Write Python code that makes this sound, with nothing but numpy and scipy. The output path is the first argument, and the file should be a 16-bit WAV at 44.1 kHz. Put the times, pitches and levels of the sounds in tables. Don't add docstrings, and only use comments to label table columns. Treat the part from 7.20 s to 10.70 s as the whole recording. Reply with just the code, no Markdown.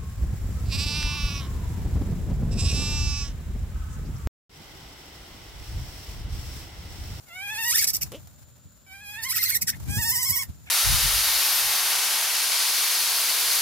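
import sys
import numpy as np
from scipy import signal
from scipy.fft import rfft, irfft
from scipy.io import wavfile
from scipy.ndimage import uniform_filter1d

SR = 44100
rng = np.random.default_rng(int(sys.argv[2]) if len(sys.argv) > 2 else 0)


def wav_record(signal):
    frames = np.transpose(np.atleast_2d(signal))
    bounded = np.clip(frames, -1, 1)
    quanta = np.round(bounded * 32767).astype(np.int16)
    wavfile.write(sys.argv[1], SR, quanta)


N = 154350
T = np.arange(N) / SR

# f/Hz, relative level/dB
AIR_SPECTRUM = [(30, 13.5), (200, 9.5), (450, -9), (600, 3), (800, -18.5), (1450, -3), (2000, -17),
                (4000, -7.5), (6000, -18), (10000, -34), (15000, -23)]
INSECT_SPECTRUM = [(6300, -19), (7000, 30), (7600, 18.5), (8600, -64), (14200, 13)]
RUMBLE_SPECTRUM = [(25, -58), (42, -25), (62, -2), (110, -1), (160, -9), (250, -18), (400, -31),
                   (900, -45.5)]
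RUSTLE_SPECTRUM = [(300, -1.5), (800, 2.5), (1400, -1.5), (3000, -7.5), (6000, -3), (10000, -5.5),
                   (15000, -2.5)]
GRUNT_SPECTRUM = [(120, -9), (530, 12), (800, -11.5), (1900, -17), (3000, -3), (4500, -16.5)]
# f/Hz, gain/dB
SCATTER_RESPONSE = [(1000, -6), (3000, 3.5), (6000, 6), (12000, 8.5)]
THROAT_RESPONSE = [(500, 1.5), (900, -1), (1250, 2), (1750, 10.5), (2100, 13), (2500, 14), (2900, 5),
                   (3400, 3), (4100, -10), (5500, -42)]
MOUTH_RESPONSE = [(1500, -28.5), (3300, -21.5), (4300, -9), (5500, -4.5), (6700, -7.5), (7700, -2),
                  (8500, -4.5), (9700, -4), (11000, -1.5), (13000, 1), (15500, -1)]
LEFT_RESPONSE = [(100, 7.5), (1000, 1), (2500, -2.5), (5500, 3.5), (8000, 0), (10500, -3), (12500, -11.5),
                 (15000, -18.5)]
# t/s, relative level/dB
RUMBLE_LEVEL = [(0, -67), (.83, -49.5), (1.6, -66.5), (2.43, -52), (2.74, -37), (2.9, -50), (3.5, -55.5)]
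RUSTLE_LEVEL = [(0, -55), (.8, -46), (1.05, -57.5), (1.6, -62), (2.7, -47.5), (3.4, -57)]
SCATTER_LEVEL = [(.4, -10.5), (.7, -9), (2.3, -5.5), (2.75, -16), (3.1, -10.5)]
# t/s, relative peak level/dB
HANDLING_BUMPS = [(.75, -63), (0.844, -48), (1.46, -53), (2.434, -46), (2.691, -35.5), (2.78, -31),
                  (3.111, -38.5), (3.298, -42.5)]
# t/s, peak level/dB
CLICKS = [(0.919, -35), (1.072, -46.5), (2.6, -43.5)]
# t/s, lead/ms
LEFT_LEAD = [(.5, 0.099), (2.2, 0.091), (2.9, 0.16)]
# t/s, f/Hz, level/dB
GRUNT_CONTOUR = [(.916, 137.8, -48), (0.936, 192, -41.5), (0.95, 273, -36.5), (0.968, 327, -47.5),
                 (1.001, 286, -63)]
# onset t/s, duration/s, lowest f/Hz, roughness, throat level/dB, treble level/dB
YELP_EVENTS = [(0.674, 0.033, 1763, 1.09, -44, -22.5), (0.737, .032, 1970, 0.95, -50, -25),
               (0.817, 0.017, 2293, 1, -40, -25), (2.419, 0.011, 2010, 0.8, -36.5, -23.5),
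               (2.477, 0.026, 1527, 0.77, -35, -23), (2.528, 0.022, 1697, 0.86, -43, -62),
               (3.471, 0.021, 687, 0.4, -47.5, -59)]
# t/s, f/Hz, quaver depth as a share of f, roughness (full at 1), throat level/dB, treble level/dB
FIRST_CRY = [(.07, 733, 0.0041, 0.3, -62, -62), (0.107, 674, 0.0069, 0.05, -47.5, -61),
             (0.178, 749, 0.0031, 0, -38.5, -48.5), (0.256, 813.6, 0.02, 0.13, -34.5, -45),
             (0.377, 874.5, 0.044, 0.21, -30, -36), (0.462, 923, 0.033, 0.09, -30.5, -26.5),
             (.508, 986.7, .03, 0.25, -32.5, -21.5), (.535, 1307, 0.069, 0.35, -36.5, -22.5),
             (.547, 1711, 0.088, 0, -34, -19), (0.559, 1951, 0.085, 0.42, -25.5, -20),
             (.567, 1551, .14, .95, -37, -27.5), (.58, 1944, 0.1273, 1, -30, -17),
             (.598, 2000, .18, 0.88, -33, -16.5), (0.629, 1907, .14, 1.03, -34.5, -26),
             (0.653, 2280, 0.127, 1.17, -37.5, -20.5)]
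SECOND_CRY = [(1.665, 772, 0.0066, 0.093, -58.5, -64), (1.723, 764, 0.0047, 0.21, -46, -53.5),
              (1.812, 826, 0.018, 0.13, -49.5, -55), (1.902, 819.4, 0.011, 0.087, -41, -44.5),
              (2.017, 902, 0.039, 0.39, -39, -48), (2.035, 921, .045, 0.38, -38.5, -29),
              (2.08, 1048, .06, 0.25, -35.5, -37), (2.111, 1084, .07, 0.25, -34, -27.5),
              (2.127, 1250, .08, 0.37, -38.5, -25.5), (2.136, 1719, .15, 0.86, -40.5, -31),
              (2.17, 1618, .2, 0.69, -32, -25.5), (2.2, 1830, .22, 0.91, -34, -27),
              (2.235, 1742, .22, 0.61, -35, -25), (2.299, 1880, .18, 0.92, -34.5, -25.5),
              (2.373, 2084, .09, 0.3, -32.5, -25)]
THIRD_CRY = [(2.665, 768, 0.0041, 0.33, -59, -60), (2.7, 792, 0.0037, 0.24, -41.5, -34),
             (2.75, 824, 0.016, 0.062, -36, -28), (2.803, 908, 0.046, 0.086, -33, -26.5),
             (2.871, 886.6, 0.053, 0.096, -32.5, -22), (2.93, 980, 0.068, 0.26, -35, -22),
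             (2.999, 977, 0.051, 0.26, -34.5, -25), (3.067, 1038, 0.0578, 0.25, -37.5, -22.5),
             (3.169, 1051, 0.092, 0.16, -35, -25.5), (3.225, 1001, 0.091, 0.48, -36, -26),
             (3.256, 984, 0.073, 1, -54, -50)]
# t/s of one pitch trough, quaver rate there/Hz, its rise/(Hz/s),
# mouth resonance f/Hz, its gain/dB, treble tilt/(dB/octave), upper throat resonance gain/dB
CRY_MANNERS = [(.569, 15.7, 12.5, 5570, -1.5, -2.5, 0), (2.236, 15.4, 9, 4090, 7.5, 0.5, -2.5),
               (2.968, 14.8, -0.5, 5280, 4.5, 3, -8)]

CUTOFF_HZ = 15550


def from_db(db):
    return 10 ** (np.asarray(db) / 20)


def rms_one(x):
    return x / np.sqrt(np.mean(x ** 2) + 1e-20)


def hold_level(x):
    return x / np.sqrt(np.abs(uniform_filter1d(x * x, size=500)) + 1e-9)


def curves(rows, t):
    times, *columns = np.transpose(rows)
    return [np.interp(t, times, column) for column in columns]


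def colour(x, points):
    hz, db = np.transpose(points)
    size = 4096
    f = np.maximum(np.arange(size // 2 + 1) * SR / size, 1)
    bass_rolloff_db = 40 * np.log10(np.minimum(f / hz[0], 1) + .01)
    gain = from_db(np.interp(np.log(f), np.log(hz), db) + bass_rolloff_db)
    cepstrum = irfft(np.log(gain))
    cepstrum[1:size // 2] *= 2
    cepstrum[size // 2 + 1:] = 0
    return signal.fftconvolve(x, irfft(np.exp(rfft(cepstrum))))[:len(x)]


def resonate(x, hz, q, db):
    return x + (from_db(db) - 1) * signal.lfilter(*signal.iirpeak(hz, q, fs=SR), x)


def drift(rate_hz, size=N):
    pole = np.exp(-2 * np.pi * rate_hz / SR)
    white = rng.standard_normal(size + SR // 4)
    return rms_one(signal.lfilter([1], [1, -2 * pole, pole * pole], white)[-size:])


def noise(spectrum):
    return rms_one(colour(rng.standard_normal(N), spectrum))


def outdoor_air():
    mid, side = noise(AIR_SPECTRUM), .11 * noise(AIR_SPECTRUM)
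    return from_db(-61.5) * np.array([mid + side, mid - side])


def insects():
    return np.array([from_db(db - drift(32)) * noise(INSECT_SPECTRUM) for db in (-58.5, -62.5)])


def microphone_rumble():
    bump_s = .014
    bumps = sum(from_db(db) * np.exp(-((T - s) / bump_s) ** 2) for s, db in HANDLING_BUMPS)
    envelope = from_db(curves(RUMBLE_LEVEL, T)[0]) + bumps
    return np.array([from_db(db) * envelope * noise(RUMBLE_SPECTRUM) for db in (7.5, 5)])


def rustle_and_clicks():
    flutter_db, decay_s = 2.5, .0073
    envelope = from_db(curves(RUSTLE_LEVEL, T)[0] + flutter_db * drift(40))
    for s, db in CLICKS:
        envelope += from_db(db) * (T >= s) * np.exp(-np.abs(T - s) / decay_s)
    return envelope * np.array([noise(RUSTLE_SPECTRUM), noise(RUSTLE_SPECTRUM)])


def reflections(db, t60_s, delay_s=0):
    t = T[:SR // 2]
    spray = rng.standard_normal(len(t)) * from_db(-60 * t / t60_s) * (t > delay_s)
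    return from_db(db) * spray / np.linalg.norm(spray)


def garden(x):
    sway_radians = 2.5 * drift(4)
    scattered = 0
    for share in (np.cos(sway_radians), np.sin(sway_radians)):
        path = colour(reflections(db=0, t60_s=.012), SCATTER_RESPONSE)
        scattered += share * signal.fftconvolve(x, path)[:N]
    echoes = signal.fftconvolve(x, reflections(db=-7, t60_s=.077, delay_s=.00181))[:N]
    return from_db(curves(SCATTER_LEVEL, T)[0]) * scattered + echoes


def utterance(start, end, attack_s=.004, release_s=.0058):
    i = np.arange(int((start - attack_s) * SR), min(N, int((end + release_s) * SR)))
    t = i / SR
    attack = np.clip((t - start) / attack_s + 1, 0, 1)
    release = np.clip((end - t) / release_s + 1, 0, 1)
    return i, t, (attack * release) ** 2


def vocal_folds(hz, rough, rasp_floor=0):
    size, rough = len(hz), np.clip(rough, 0, 1)
    jitter = .04 * rough * drift(520, size)
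    wobble = .00723 * drift(60.7, size)
    phase = 2 * np.pi * np.cumsum(hz * (1 + jitter + wobble)) / SR
    pulses = 0
    for k in range(1, 24):
        flutter_db = 2.2 * min(k / 8, 1) * drift(45, size)
        band_limit = np.clip((CUTOFF_HZ - k * hz) / hz + 1, 0, 1)
        pulses += from_db(flutter_db) * np.cos(k * phase) * band_limit
    pulses = hold_level(pulses) * (1 + .24 * rough * np.cos(phase / 2))
    rasp = hold_level(rng.standard_normal(size) * (1 + np.cos(phase)) ** 2)
    rasp = signal.sosfilt(signal.butter(4, min(hz.max(), 1400), "high", fs=SR, output="sos"), rasp)
    rasp_shares = np.clip([.75 * rough, np.hypot(rough, rasp_floor)], 0, .97)
    return [pulses * np.sqrt(1 - share ** 2) + .68 * share * rasp for share in rasp_shares]


def voice(hz, rough, throat_db, treble_db, mouth_hz, mouth_db, tilt_db, upper_throat_db=0, top_db=0):
    clean, rasped = vocal_folds(hz, rough, rasp_floor=.42)
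    throat = hold_level(resonate(colour(clean, THROAT_RESPONSE), hz=2600, q=2.9, db=upper_throat_db))
    tilted = [(f, db + tilt_db * np.log2(f / mouth_hz)) for f, db in MOUTH_RESPONSE]
    treble = hold_level(resonate(colour(rasped, tilted), mouth_hz, q=4.6, db=mouth_db))
    top = signal.sosfiltfilt(signal.butter(2, 8400, "high", fs=SR, output="sos"), treble)
    treble += (from_db(top_db) - 1) * top
    grain_db = 2 * np.sqrt(np.abs(rough)) * drift(180, len(hz))
    return from_db(throat_db) * throat + from_db(treble_db + grain_db) * treble


def grunt():
    out = np.zeros(N)
    i, t, gate = utterance(GRUNT_CONTOUR[0][0], GRUNT_CONTOUR[-1][0])
    hz, db = curves(GRUNT_CONTOUR, t)
    _, rasped = vocal_folds(hz, rough=.55)
    out[i] = gate * from_db(db) * hold_level(colour(rasped, GRUNT_SPECTRUM))
    return out


def yelps():
    out = np.zeros(N)
    for start, length, hz, rough, throat_db, treble_db in YELP_EVENTS:
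        i, t, gate = utterance(start, start + length, attack_s=.012)
        bend = np.minimum((2 * (t - start) / length - 1) ** 2, 1)
        out[i] += gate * voice(hz * (1 + .27 * bend), rough, throat_db, treble_db,
                               mouth_hz=5830, mouth_db=3, tilt_db=-1.5)
    return out


def cries():
    out = np.zeros(N)
    full_swell_depth = .076
    for rows, manner in zip([FIRST_CRY, SECOND_CRY, THIRD_CRY], CRY_MANNERS):
        trough_s, rate_hz, rise_hz_per_s, *tract = manner
        i, t, gate = utterance(rows[0][0], rows[-1][0])
        hz, depth, rough, throat_db, treble_db = curves(rows, t)
        since = t - trough_s
        quaver = np.cos(2 * np.pi * (rate_hz * since + rise_hz_per_s * since ** 2 / 2))
        dip = quaver + 1.55 * depth * (2 * quaver ** 2 - 1)
        swell = quaver * np.clip(depth / full_swell_depth, 0, 1)
        out[i] += gate * voice(hz * (1 - depth * dip), rough * (1 + .34 * swell),
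                               throat_db - 2.5 * swell, treble_db + swell, *tract,
                               top_db=5.5 * (swell - .5))
    return out


def scene():
    right = cries() + yelps()
    dulled = colour(right, LEFT_RESPONSE)
    lead_s = curves(LEFT_LEAD, T)[0] / 1000
    fine_t = np.arange(4 * N) / (4 * SR)
    left = np.interp(T + lead_s, fine_t, signal.resample(dulled, len(fine_t)))
    calls = np.array([left + garden(dulled), right + garden(right)])
    return calls + grunt() + rustle_and_clicks() + outdoor_air() + insects() + microphone_rumble()


def record(dry):
    thinned = signal.sosfilt(signal.butter(4, 48, "high", fs=SR, output="sos"), dry)
    return signal.sosfilt(signal.ellip(12, .2, 80, CUTOFF_HZ, fs=SR, output="sos"), thinned)


dry = scene()
out = record(dry)
wav_record(out)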